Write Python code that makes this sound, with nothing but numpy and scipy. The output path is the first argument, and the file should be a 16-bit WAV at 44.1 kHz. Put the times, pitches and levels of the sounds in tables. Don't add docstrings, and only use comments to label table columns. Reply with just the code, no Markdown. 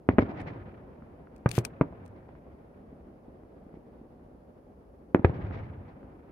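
import sys
import numpy as np
from scipy import signal
from scipy.fft import rfft, irfft, next_fast_len
from scipy.io import wavfile
from scipy.ndimage import uniform_filter1d, map_coordinates

SR = 44100
rng = np.random.default_rng(int(sys.argv[2]) if len(sys.argv) > 2 else 0)


def output_pcm(signal):
    pcm = np.clip(np.atleast_2d(signal).T, -1, 1) * 32767
    wavfile.write(sys.argv[1], SR, np.round(pcm).astype(np.int16))


def gain_from_db(level_db):
    decades = np.asarray(level_db, float) / 20
    return 10 ** decades


N = 278271

# time in seconds, crack level in dB, crack pitch in Hz, thump level in dB, thump pitch in Hz.
BURSTS = [
    (.0898, -5, 250, -16, 95),
    (.1847, -4, 240, -22, 95),
    (.1895, -6, 290, -13, 85),
    (.1936, -26, 340, -18, 115),
    (1.4602, -19, 420, -8, 120),
    (1.5808, -19, 330, -10, 120),
    (1.8117, -11, 300, -12, 140),
    (5.1475, -4.5, 300, -13, 195),
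    (5.2471, -7, 260, -7, 85),
]
# time in seconds, level in dB, pitch in Hz.
GROUND_SNAPS = [
    (.0931, -21, 300),
    (.0980, -24, 340),
    (.1879, -13, 340),
    (1.4627, -14, 1200),
    (1.5835, -25, 510),
    (1.8125, -12, 780),
    (1.8169, -20, 640),
    (5.2495, -8, 320),
]
# time in seconds, crack level in dB, crack pitch in Hz.
ROOF_BOUNCES = [
    (.1007, -20, 220),
    (.1994, -25, 270),
    (1.5896, -27, 380),
    (1.8155, -25, 690),
    (1.8185, -20, 190),
    (5.1557, -17, 290),
    (5.1585, -17, 270),
    (5.2550, -25, 330),
]
# time in seconds, crack level in dB, thump level in dB.
WALL_ECHOES = [
    (0.1367, -31.5, -25.5),
    (0.225, -16, -40),
    (0.2318, -28.5, -22),
    (5.195, -22, -26.5),
    (5.2971, -33, -18.5),
]
# time in seconds, knock level in dB, thud level in dB.
LATE_ECHOES = [(0.293, -33, -26.5), (0.318, -32, -38), (0.892, -66, -65), (1.022, -42, -36.5),
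               (1.271, -41.5, -57), (1.925, -34, -42), (1.931, -36, -42), (2.29, -37.5, -44),
               (2.352, -42.5, -51.5), (2.467, -47, -55), (2.928, -45, -37), (3.085, -58, -40),
               (3.191, -61, -52), (3.282, -77, -36), (3.434, -52.5, -39), (3.665, -57, -39),
               (3.692, -52, -52), (3.74, -46, -33.5), (3.771, -71.5, -35), (3.906, -65.5, -55),
               (4.014, -71, -36.5), (4.195, -48, -64), (4.348, -65.5, -41), (5.409, -44.5, -50),
               (5.51, -31.5, -45), (5.732, -48, -46), (5.82, -61, -46), (5.882, -38.5, -64),
               (6.03, -44, -55)]
# frequency in Hz, left over right in dB.
BURST_LEAN = [(60, 1.5), (180, 1), (550, -3.5), (1650, -0.5), (4970, -8), (15000, 2.5)]
# frequency in Hz, gain in dB.
EDGE_TONE = [(60, -3), (130, -5.5), (300, -2), (1000, 1.5), (2500, 8), (5000, 7.5), (8000, -4.5)]
# frequency in Hz, time to fall 60 dB in seconds.
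LAND_FADE = [(60, 0.35), (300, 0.22), (1500, .1), (3000, 0.033), (6000, 0.012)]
# time in seconds, peak level in dB.
PUFFS = [(0.105, -47.5), (0.204, -39), (0.289, -46.5), (0.369, -44), (0.391, -42), (0.468, -40),
         (0.5294, -56), (2.155, -65), (2.285, -62.5), (2.35, -67), (3.738, -65.5), (5.273, -48),
         (5.337, -48.5), (5.402, -56), (5.46, -54), (5.52, -47.5), (5.5384, -47), (5.572, -49.5),
         (5.629, -53.5), (5.876, -57.5)]
# frequency in Hz, level in dB per Hz.
PUFF_TONE = [(410, -25), (700, 0), (1130, -9.5), (1290, -16.5), (1570, -7.5), (1980, -4), (2240, -6),
             (2660, -16.5), (3760, -24), (5380, -32), (8000, -54), (10400, -82.5), (17600, -120)]
# time in seconds, level in dB, hold in seconds,
# bass share in dB, bass delay in seconds.
VOLLEYS = [
    (.1, -46.5, 0.18, -9, 0.038),
    (0.203, -42.5, 0.3, -0.5, 0.11),
    (1.471, -52, 0.087, -7, 0.057),
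    (1.572, -48.5, 0.047, 0, 0.14),
    (1.818, -52.5, .2, 4, 0.0426),
    (5.15, -47, 0.092, -17.5, 0.04),
    (5.261, -42.5, 0.29, 5.5, .06),
]
# frequency in Hz, level in dB per Hz.
BOOM_TONE = [(15, -47), (25, -20), (96, 5), (114, -0.5), (135, -3), (200, -11), (260, -49), (440, -120)]
# frequency in Hz, level in dB per Hz.
BODY_TONE = [(82, -28.5), (140, -5), (291, -6), (398, -9), (753, -13.5), (1100, -19), (1430, -55),
             (2420, -120)]
# frequency in Hz, level in dB per Hz.
RATTLE_TONE = [(470, -50.5), (800, -21.5), (1060, -15.5), (1190, 3), (1290, 3), (2330, -7), (7000, -46.5),
               (9100, -79), (15400, -120)]
# frequency in Hz, left-right likeness from -1 to 1.
LIKENESS = [(60, 0.96), (130, 0.98), (290, 0.86), (640, 0.33), (1410, -0.23), (3100, 0.03), (6820, 0.1),
            (15000, 0.05)]
# time in seconds, peak level in dB, left over right in dB.
CLICKS = [(.405, -52, -4), (.415, -51, -2), (1.3627, -51.5, 8), (1.3805, -59, 0.5), (1.4903, -27.5, -1),
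          (1.5084, -43, 12.5), (1.5141, -23.5, 15), (1.5524, -36, 21.5), (1.5865, -25.5, 12),
          (1.6436, -48, 3), (1.6504, -19.5, 11), (1.6644, -52.5, 2), (2.054, -57, 6), (2.061, -47, -4.5),
          (2.0786, -56, 5)]
# frequency in Hz, level in dB per Hz.
CASING_TONE = [(710, -44.5), (1200, -13.5), (2130, -14), (2510, -4.5), (3080, -17.5), (4750, -13),
               (7410, -17.5), (8530, -11), (14000, -29.5), (16000, -29.5)]
# end in seconds, length in seconds, top level in dB.
MOTOR_RUNS = [
    (1.572, .08, -42),
    (1.588, .01, -51.5),
    (1.661, .012, -58),
]
# frequency in Hz, level in dB.
GEAR_TONE = [(880, -18), (1500, -5.5), (2060, -5.5), (2910, -4), (4920, -12.5), (5330, -13), (8660, -12),
             (14600, -16), (16000, -26)]
# time in seconds, hum level in dB.
TOWN_LEVEL = [(0, -51.5), (2.4, -51.5), (3.5, -51), (5.1, -53), (6.31, -52)]
# frequency in Hz, level in dB per Hz.
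HUM_TONE = [(15, -28.5), (25, -9.5), (59, 3), (113, -8.5), (245, -3.5), (286, -6.5), (545, -9),
            (609, -11.5), (711, -13.5), (948, -20.5), (5000, -54.5), (6500, -93.5), (11000, -120)]
# frequency in Hz, level in dB per Hz.
HISS_TONE = [(2000, -39.5), (3500, -16), (4300, 1.5), (5200, 2.5), (7000, -2.5), (8200, -4.5), (9700, 0),
             (10900, 4), (12500, -2), (15700, -4), (16000, -20), (16500, -120)]


def shells():
    out = np.zeros((2, N))
    lead_s = 1 / 100
    fronts = BURSTS + [(*row, -60, 100) for row in GROUND_SNAPS]
    fronts += [(*row, -31, 115) for row in ROOF_BOUNCES]
    for s, *shape in fronts:
        lag_ms = 0.04 if 1 < s < 2 else 0.072
        add(out, s - lead_s, front(*shape, lag_ms))
    for s, crack_db, thump_db in WALL_ECHOES:
        add(out, s - lead_s, front(crack_db, 228, thump_db, 102, lag_ms=0.23))
    chances = rng.uniform(-0.65, 1, (len(LATE_ECHOES), 2))
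    for (s, knock_db, thud_db), (direction, size) in zip(LATE_ECHOES, chances):
        t = moments(0.15 * direction)
        knock = swing(t, knock_db - 3, 950 * (1 + 0.54 * size), 0.95, 0.00018)
        thud = swing(t, thud_db, 240 * (1 + 0.15 * size), 1.1, 0.0009)
        add(out, s - lead_s + 0.001, knock + thud)
    return filtered(out, lambda hz: 1 / (1 + (hz / 3200) ** 6))


def front(crack_db, crack_hz, thump_db, thump_hz, lag_ms):
    t = moments(lag_ms)
    crack_rise, thump_rise = 0.0001 * gain_from_db(-0.4 * np.array([crack_db, thump_db]))
    tip = swing(t, 1.4 * crack_db - 9.5, 1600, 2.5, 0.8 * crack_rise)
    crack = swing(t, crack_db, crack_hz, 1.4, crack_rise)
    thump = swing(t, thump_db, thump_hz, 1.3, thump_rise)
    return tip + crack + thump


def moments(lag_ms):
    t = np.arange(-SR // 100, SR // 12) / SR
    return t + np.array([[1], [-1]]) * lag_ms / 2000


def swing(t, db, hz, damping, rise):
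    onset = 0.5 + 0.5 * np.tanh(t / rise + 1)
    decay = np.exp(-damping * hz * np.abs(t))
    return gain_from_db(db) * onset * decay * np.cos(2 * np.pi * hz * t)


def ragged(x):
    t = np.arange(SR // 8) / SR
    fading = gain_from_db(-60 * t / 0.062)
    trail = signal.fftconvolve(np.maximum(x, 0) ** 2, fading / 40)[:N]
    noise = gain_from_db(-25.5) * trail * rush(PUFF_TONE, lumpy_db=3.5, lump_ms=4)
    return filtered(noise, lambda hz: 1 / (1 + (hz / 4500) ** 4))


def scatter(x):
    out, step = np.zeros((2, N)), SR // 7
    for start in range(0, N, step):
        hz, t, z = signal.stft(rng.standard_normal((2, SR // 3)), SR, nperseg=256)
        fading = gain_from_db(-60 * t / along(LAND_FADE, hz)[:, None])
        mid, side = signal.istft(z * fading, SR, nperseg=256)[1]
        tail = np.array([mid, side]) / np.linalg.norm(mid)
        add(out, start / SR + 0.001227, signal.fftconvolve(x[None, start:start + step], tail, axes=1))

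    def width(hz):
        likeness = along(LIKENESS, hz)
        return np.sqrt([1 + likeness, 1 - likeness]) / np.sqrt(2)

    mid, side = filtered(out, width)
    return np.array([mid + side, mid - side])


def puffs():
    fall_s = 0.027
    rise_s = fall_s / 4
    t = np.arange(N) / SR - rise_s
    level = np.zeros(N)
    for s, db in PUFFS:
        spread = np.where(t < s, rise_s, fall_s)
        level += gain_from_db(db - 4) * np.exp(-((t - s) / spread) ** 2)
    return level * rush(PUFF_TONE, lumpy_db=2, lump_ms=5)


def roll():
    s, db, hold, bass_db, late = np.transpose(VOLLEYS)[:, :, None]
    rattle_db = -13.5
    boom = swell(s + late, db + bass_db, hold + 0.09 - late, fall=72, far_db=-13)
    body = swell(s, db, hold, fall=95, far_db=-7.5)
    rattle = swell(s, db + rattle_db, hold, fall=49, far_db=-21.5 - rattle_db)
    out = boom * rush(BOOM_TONE, lumpy_db=1, lump_ms=30)
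    out += body * rush(BODY_TONE, lumpy_db=2, lump_ms=18)
    return out + rattle * rush(RATTLE_TONE, lumpy_db=2.5, lump_ms=12)


def swell(start, db, hold, fall, far_db):
    t = np.arange(N) / SR - start
    near = gain_from_db(db - fall * np.maximum(t - hold, 0)) ** 2
    far = gain_from_db(db + far_db - 7.37 * np.maximum(t, 0)) ** 2
    rise = np.clip(t / 0.015, 0, 1) ** 2
    return np.sqrt(np.sum(rise * (near + far), axis=0))


def camera():
    return casing_clicks() + gear_whirr()


def casing_clicks():
    clicks, t = np.zeros((2, N)), np.arange(SR // 10) / SR
    for s, db, pan_db in CLICKS:
        envelope = gain_from_db(db - 60 * t / 0.015) * (1 - np.exp(-t / 0.00012))
        rattle = envelope * rng.standard_normal((2, len(t)))
        add(clicks, s, rattle * gain_from_db(np.array([[0.5], [-0.5]]) * pan_db))
    return gain_from_db(9.5) * filtered(clicks, lambda hz: gain_from_db(along(CASING_TONE, hz)))


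def gear_whirr():
    gears = unit(filtered(rng.standard_normal((2, N)), lambda hz: gain_from_db(along(GEAR_TONE, hz))))
    t = np.arange(N) / SR
    level = np.zeros(N)
    for end, length, db in MOTOR_RUNS:
        slope = np.where(t < end, 300, 800)
        level += (t > end - length) * gain_from_db(db - slope * np.abs(t - end))
    return level * gain_from_db([[3], [-9]]) * gears


def night():
    s, db = np.transpose(TOWN_LEVEL)
    level = uniform_filter1d(np.interp(np.arange(N) / SR, s, db), size=200)
    hum = gain_from_db(level) * rush(HUM_TONE, lumpy_db=1.34, lump_ms=25)
    return hum + gain_from_db(-87) * rush(HISS_TONE, lumpy_db=0, lump_ms=10)


def rush(spectrum, lumpy_db, lump_ms):
    per_second = 1000 / lump_ms
    knots = rng.standard_normal(int(N / SR * per_second) + 4)
    lumps = map_coordinates(knots, [np.arange(N) / SR * per_second])
    pair = rng.standard_normal((2, N)) * gain_from_db(lumpy_db * lumps)

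    def colour(hz):
        turn = np.arccos(np.clip(along(LIKENESS, hz), -1, 1)) / 2
        return gain_from_db(along(spectrum, hz)) * [np.cos(turn), np.sin(turn)]

    mid, side = filtered(pair, colour)
    return unit(np.array([mid + side, mid - side]))


def unit(x):
    return x / np.sqrt(np.mean(x ** 2) + 1e-20)


def along(points, hz):
    f, v = np.transpose(points)
    return np.interp(np.log(hz + 1), np.log(f + 1), v)


def filtered(x, response):
    m = next_fast_len(N + SR // 2)
    return irfft(rfft(x, m) * response(np.fft.rfftfreq(m, 1 / SR)), m)[..., :N]


def add(out, s, sound):
    part = out[:, round(s * SR):][:, :sound.shape[1]]
    part += sound[:, :part.shape[1]]


def scene():
    bangs = shells()
    mid = bangs.mean(0)
    side = 1.7 * (bangs[0] - bangs[1]) / 2
    lean = lambda hz: gain_from_db(along(BURST_LEAN, hz) * np.array([[0.5], [-0.5]]))
    direct = filtered(np.array([mid + side, mid - side]), lean)
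    near = gain_from_db(-17) * scatter(filtered(mid, lambda hz: gain_from_db(along(EDGE_TONE, hz))))
    return direct + ragged(mid) + near + puffs() + roll() + camera() + night()


def band_limit(x):
    return signal.sosfilt(signal.butter(12, 16500, fs=SR, output="sos"), x)


def record(dry):
    bass = lambda hz: (1j * hz / (32 + 1j * hz)) ** 2
    top = lambda hz: 0.5 - 0.5 * np.tanh((hz - 16000) / 150)
    mix = filtered(dry, lambda hz: bass(hz) * top(hz))
    return band_limit(mix)


dry = scene()
out = record(dry)
output_pcm(out)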